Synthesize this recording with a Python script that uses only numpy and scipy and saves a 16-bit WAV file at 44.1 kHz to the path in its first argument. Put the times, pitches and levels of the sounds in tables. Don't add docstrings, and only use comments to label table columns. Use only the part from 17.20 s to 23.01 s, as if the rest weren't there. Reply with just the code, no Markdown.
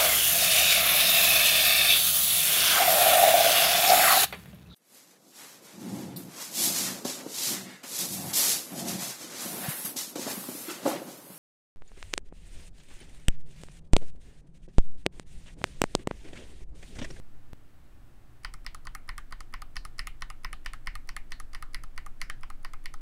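import sys
import numpy as np
from scipy import signal
from scipy.fft import rfft, irfft
from scipy.io import wavfile

SR = 44100
rng = np.random.default_rng(int(sys.argv[2]) if len(sys.argv) > 2 else 0)


def how_loud(loudness_db):
    steps = np.asarray(loudness_db, float) / 20
    return 10 ** steps


def put_to_file(sound):
    columns = np.atleast_2d(sound).T
    safe = np.clip(columns, -1, 1)
    whole_steps = np.round(safe * 32767)
    wavfile.write(sys.argv[1], SR, whole_steps.astype(np.int16))


N = 256220

# (frequency [Hz], density [dB per Hz])
AIR_COLOUR = [(12, -66), (20, -5), (33, -1.5), (90, -16), (126, -9.5), (166, -24), (232, -19.5),
              (343, -21.5), (383, -27.5), (417, -29.5), (770, -30), (885, -32.5), (1340, -32.5),
              (5410, -46.5), (15600, -49.5)]
# (frequency [Hz], width [Hz], level [dB])
FAN_LINES = [(63.6, 7.5, -64), (115.8, 4.7, -72.5), (159, 12, -77), (289.8, 8.2, -77.5), (779, 5.2, -80.5),
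             (1790, 16, -85.5), (7970, 180, -90.5)]
# (time [s], level [dB])
SWAY = [(0.0, -39), (0.12, -35), (0.34, -40), (0.5, -48), (1.2, -48), (1.4, -42), (1.6, -73), (2.2, -51),
        (3.6, -53), (3.75, -41), (4.6, -40), (5.2, -39), (5.81, -37.5)]
# (time [s], jump [full scale], fade [s])
WAVE_JUMP = (.3326, .025, .03)
# (time [s], clack peak [dB], case rel [dB], plate rel [dB])
TOUCHES = [(1.2339, -49, -8, -3), (1.4457, -54, 6, -2), (1.6519, -43, 0, -16), (1.8776, -59, 13.5, 4),
           (2.1085, -56, 9, 2), (2.3259, -60, 13.5, 8), (2.5564, -40.5, -0.5, 1.5), (2.7818, -40, -2, -8),
           (3.008, -53, 1, -4), (3.2343, -53.5, 3, -1), (3.4471, -55, 0, 3), (3.6602, -53, 3, 1),
           (3.8734, -56, -2, -1), (4.1062, -56, -1, -1), (4.332, -42, -1, -1.5), (4.5327, -51, -7, -4),
           (4.7611, -59, -5, -1), (5.003, -59, 2, 5), (5.2097, -58, -2, -4), (5.4293, -57, 0, -9),
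           (5.6398, -58, 1, 4)]
# (time [s], clack peak [dB], case rel [dB], plate rel [dB], desk push [dB])
BOTTOMS = [(1.247, -30, -6, 1, 2), (1.4638, -29, -14, -3, -6), (1.6696, -38, -1.5, 2, 0),
           (1.8903, -33.5, -5, 3.5, 2.5), (2.1236, -37.5, -1, 1.5, 0.5), (2.3384, -35.5, -1.5, 2.5, 0.5),
           (2.5661, -27, -15, -2, 4), (2.7921, -24.5, -16, -2.5, 3.5), (3.0207, -31, -6, 1.5, 1.5),
           (3.246, -30.5, -5, 1, 3.5), (3.4603, -32, -7.5, 4.5, 0.5), (3.671, -31, -6, 6, 4),
           (3.89, -31.5, -11, -1, -1), (4.1198, -33, -15, 2.5, -1), (4.3475, -34, -9.5, 0.5, -3),
           (4.545, -27.5, -14.5, -1.5, 2.5), (4.7774, -34.5, -5.5, 0.5, -2), (5.015, -26, -13.5, 0, 1),
           (5.2323, -43.5, 2.5, 4.5, -7), (5.4471, -36, -3.5, 1, -6.5), (5.657, -32.5, -14.5, 1.5, -10)]
# (time [s], clack peak [dB], case rel [dB], plate rel [dB])
RETURNS = [(1.3383, -42, 0.5, -3), (1.5459, -40, 2.5, -3.5), (1.7495, -37.5, 1.5, 2),
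           (1.9795, -39, 2.5, 3.5), (2.2048, -42, 2.5, 1.5), (2.419, -40.5, 4, 1), (2.6503, -39, 2.5, -1.5),
           (2.8706, -35.5, -0.5, 4), (3.1009, -40.5, 4, 2.5), (3.329, -39.5, 2, 8.5),
           (3.5337, -41.5, 4.5, 4.5), (3.7532, -39, 1.5, 3.5), (3.9647, -36.5, 1, 6.5),
           (4.1995, -40, 1, -0.5), (4.4241, -41.5, 6.5, 3.5), (4.6357, -45.5, 5, 1),
           (4.8624, -45.5, 7, 1.5), (5.0981, -37.5, 2, 11.5), (5.3008, -46, 9.5, 1.5),
           (5.5344, -47.5, 9.5, 4.5), (5.7387, -44.5, 6.5, 1)]
# (usual clack [dB], stem tick rel [dB], tick loss [dB per dB harder], chatter [ms])
TOUCH_RULE = (-53.5, 4.1, .6, 2.6)
BOTTOM_RULE = (-33, -7.5, 0.29, 0.58)
RETURN_RULE = (-41, 2, 0.19, 1.3)
# (frequency [Hz], level [dB], t60 [s])
CASE_DOWN_MODES = [(787, -28.5, 0.047), (1065, -3.5, 0.02), (1277, 5, 0.0072), (1483, 0.5, 0.012)]
CASE_UP_MODES = [(785, -22, .05), (1100, -8, .022), (1238, 0, .023), (1440, -10, .02)]
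PLATE_MODES = [(1811, -1, 0.021), (2019, -0.5, 0.015), (2260, -5.5, 0.011), (2194, -7.5, 0.03),
               (2560, -15, 0.036), (2665, -16.5, 0.038), (2977, -11.5, 0.027), (3204, -13, 0.018),
               (3550, -15.5, 0.022)]
CAP_DOWN_MODES = [(4117, -11.5, 0.016), (4153, -6.5, 0.016), (4570, -2, 0.0098), (5046, 0.5, 0.0086),
                  (5695, -1.5, 0.0073), (5823, -6, 0.0069), (6170, -11, 0.0051)]
CAP_UP_MODES = [(4335, 1.5, 0.0086), (4940, -3.5, 0.016), (5370, 3.5, 0.0045), (6130, -4.5, 0.011),
                (6650, -1, 0.0071)]
STEM_MODES = [(7490, -7.5, 0.0019), (8615, -3.5, 0.004), (9410, -11, 0.006), (10190, -3.5, 0.0054),
              (10780, -13.5, 0.012), (10730, -39.5, 0.064), (12740, -9, 0.002), (13280, -15.5, 0.0066),
              (13740, -14.5, 0.0075), (15200, -12, 0.0027)]
RISE_MS = [2.7, .2, .04, .02]
CHATTER_SHARE = [.08, .1, .2, .4]
CRACK_DB = [-5, -7.5, -9, -1]
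CRACK_SIGN = [1, 1, -1, 1]
# (frequency [Hz], level [dB], t60 [s])
ROOM_BANDS = [(400, -23.5, 0.24), (1230, -12.5, 0.3), (1900, -7, 0.2), (2420, -7, 0.19), (3400, -9, 0.19),
              (4700, -6.5, 0.21), (6000, -14.5, 0.17), (16000, -15, .1)]
# (time [s], level over taps [dB])
ECHOES = [
    (.0034, -4),
    (.0075, 8.5),
    (0.0107, 9.5),
]
# (frequency [Hz], level [dB], t60 [s])
DESK_MODES = [(27.67, 5, 0.63), (32.16, 5, 0.58)]
# (frequency [Hz], level [dB], t60 [s])
PANEL_MODES = [(69.6, -9, 0.14), (157.4, -12, 0.27), (323, -48, 0.044), (520, -20, .04)]


def evened(x):
    return x / np.sqrt(np.mean(x ** 2) + 1e-20)


def peaked(x):
    return x / abs(x).max()


def add(mix, time_s, sound):
    part = mix[round(time_s * SR):][:len(sound)]
    part += sound[:len(part)]


def ring(modes, t_s, scatter_db=0, rise_ms=0.0034, damping=1, detune=0):
    hz, db, t60_s = np.transpose(modes)[..., None]
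    sign = (-1.) ** np.arange(len(modes))[:, None]
    chance = rng.standard_normal(hz.shape)
    db = db + scatter_db * chance
    hz = hz * (1 + detune * chance[::-1])
    decay = how_loud(db - 60 * damping * t_s / t60_s)
    waves = sign * decay * np.sin(2 * np.pi * hz * t_s)
    rise = (1 - np.exp(-t_s * 1000 / rise_ms)) ** 2
    return waves.sum(0) * rise


def air():
    hz = np.fft.rfftfreq(N, 1 / SR)
    knot_hz, knot_db = np.transpose(AIR_COLOUR)
    colour_db = np.interp(np.log(hz + 1), np.log(knot_hz + 1), knot_db)
    colour = how_loud(-55) * evened(how_loud(colour_db))
    for line_hz, width_hz, line_db in FAN_LINES:
        line = 1 / (1 + (2 * (hz - line_hz) / width_hz) ** 2)
        colour = np.hypot(colour, how_loud(line_db) * evened(line))
    noise = rfft(rng.standard_normal(N))
    return irfft(noise * colour * (hz < 15760), N)


def stroke_count(t_s):
    beats_s = np.array([row[0] for row in BOTTOMS])
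    beats_s = np.r_[beats_s[0] - 6 * .2, beats_s, beats_s[-1] + .22]
    return np.interp(t_s, beats_s, np.r_[-6, np.arange(len(beats_s) - 1)])


def stand_sway():
    t_s = np.arange(N) / SR
    level = how_loud(np.interp(t_s, *np.transpose(SWAY)))
    return np.sqrt(2) * level * np.cos(2 * np.pi * (stroke_count(t_s) - .06))


def wave_jump():
    time_s, jump, fade_s = WAVE_JUMP
    t_s = np.arange(N) / SR - time_s
    return jump / 2 * np.sign(t_s) * np.exp(-abs(t_s) / fade_s)


def strike(row, rule, case, cap, trim_db, case_late_ms):
    clack_db, case_db, plate_db = row[1:4]
    usual_db, tick_db, tick_loss, chatter_ms = rule
    tick_db = tick_db - tick_loss * (clack_db - usual_db)
    t_s = np.arange(4000) / SR
    ms = t_s[:400] * 1000
    knocks = rng.standard_normal(len(ms)) * (rng.random(len(ms)) < .3)
    chatter = knocks / (1 + (ms / chatter_ms) ** 4)
    rings, cracks = np.zeros((2, len(t_s)))
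    parts = ((case, case_db), (PLATE_MODES, plate_db), (cap, 0), (STEM_MODES, tick_db))
    for k, (modes, part_db) in enumerate(parts):
        contacts = CHATTER_SHARE[k] * chatter
        contacts[0] = 1
        gain = how_loud(clack_db + part_db + trim_db[k])
        late_samples = round(case_late_ms * SR / 1000) if k == 0 else 0
        tone = ring(modes, t_s, scatter_db=1.86, rise_ms=RISE_MS[k], detune=.012)
        tone = signal.fftconvolve(tone, contacts)
        add(rings, late_samples / SR, gain * peaked(tone))
        crack = ring(modes, t_s, scatter_db=2.5, damping=7.4)
        crack_gain = CRACK_SIGN[k] * gain * how_loud(CRACK_DB[k])
        add(cracks, late_samples / SR / 4, crack_gain * peaked(crack))
    return rings + cracks, cracks


def contact_series(rows, rule, case, cap, trim_db, case_late_ms):
    key, crack = np.zeros((2, N))
    for row in rows:
        key_part, crack_part = strike(row, rule, case, cap, trim_db, case_late_ms)
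        add(key, row[0] + .0004, key_part)
        add(crack, row[0] + .0004, crack_part)
    return key + room(key / 8 + 3.19 * crack)


def keys():
    touches = contact_series(TOUCHES, TOUCH_RULE, CASE_UP_MODES, CAP_UP_MODES,
                             trim_db=(-1.0, 0.0, -2.0, -3.0), case_late_ms=3.0)
    bottoms = contact_series(BOTTOMS, BOTTOM_RULE, CASE_DOWN_MODES, CAP_DOWN_MODES,
                             trim_db=(6.7, 1.4, 1.07, 1.7), case_late_ms=1.6)
    returns = contact_series(RETURNS, RETURN_RULE, CASE_UP_MODES, CAP_UP_MODES,
                             trim_db=(1.6, 1.83, 3.6, 1.3), case_late_ms=.9)
    return touches + bottoms + returns


def room(x):
    taps = np.zeros(SR // 2)
    at = np.arange(200, len(taps) - 20, 20)
    taps[at + rng.integers(0, 20, len(at))] = rng.choice([-1., 1.], len(at))
    for time_s, echo_db in ECHOES:
        taps[round(time_s * SR)] = how_loud(echo_db)
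    hz, t_s, spectrum = signal.stft(taps, SR, nperseg=128)
    band_hz, band_db, band_t60_s = np.transpose(ROOM_BANDS)
    level_db = np.interp(hz, band_hz, band_db)[:, None]
    t60_s = np.interp(hz, band_hz, band_t60_s)[:, None]
    fade = how_loud(level_db - 60 * t_s / t60_s)
    tail = how_loud(-13.5) * signal.istft(spectrum * fade, SR, nperseg=128)[1]
    return signal.fftconvolve(x, tail)[:N]


def stand_rocking():
    start_db, growth_db_per_s, rise_s = -41.5, 1.42, .2
    t_s = np.arange(N) / SR
    typing_s = np.maximum(t_s - BOTTOMS[0][0], 0)
    level = how_loud(start_db + growth_db_per_s * typing_s) * np.minimum(typing_s / rise_s, 1)
    return np.sqrt(2) * level * np.cos(2 * np.pi * (3 * stroke_count(t_s) - .06))


def desk_thumps():
    t_s = np.arange(SR // 2) / SR
    push = ring(DESK_MODES[:1], t_s, rise_ms=2.0)
    push = push + ring(DESK_MODES[1:], t_s, rise_ms=2.6)
    push = push + ring(PANEL_MODES, t_s, rise_ms=1.2)
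    desk = np.zeros(N)
    for down, up in zip(BOTTOMS, RETURNS):
        blow = how_loud(down[-1]) * push
        add(desk, down[0] + .003, blow)
        add(desk, up[0] + 0.0044, -0.54 * blow)
    return how_loud(-46.5) * evened(desk)


def scene():
    return (air() + stand_sway() + keys() + stand_rocking() + desk_thumps())[None]


def top_cut(x):
    return signal.sosfilt(signal.butter(12, 16640, fs=SR, output="sos"), x)


def record(dry):
    low_pass = signal.firwin(101, 16200, window=("kaiser", 7), fs=SR)
    mix = signal.oaconvolve(dry + wave_jump(), low_pass[None], "same")
    return top_cut(mix)


dry = scene()
out = record(dry)
put_to_file(out)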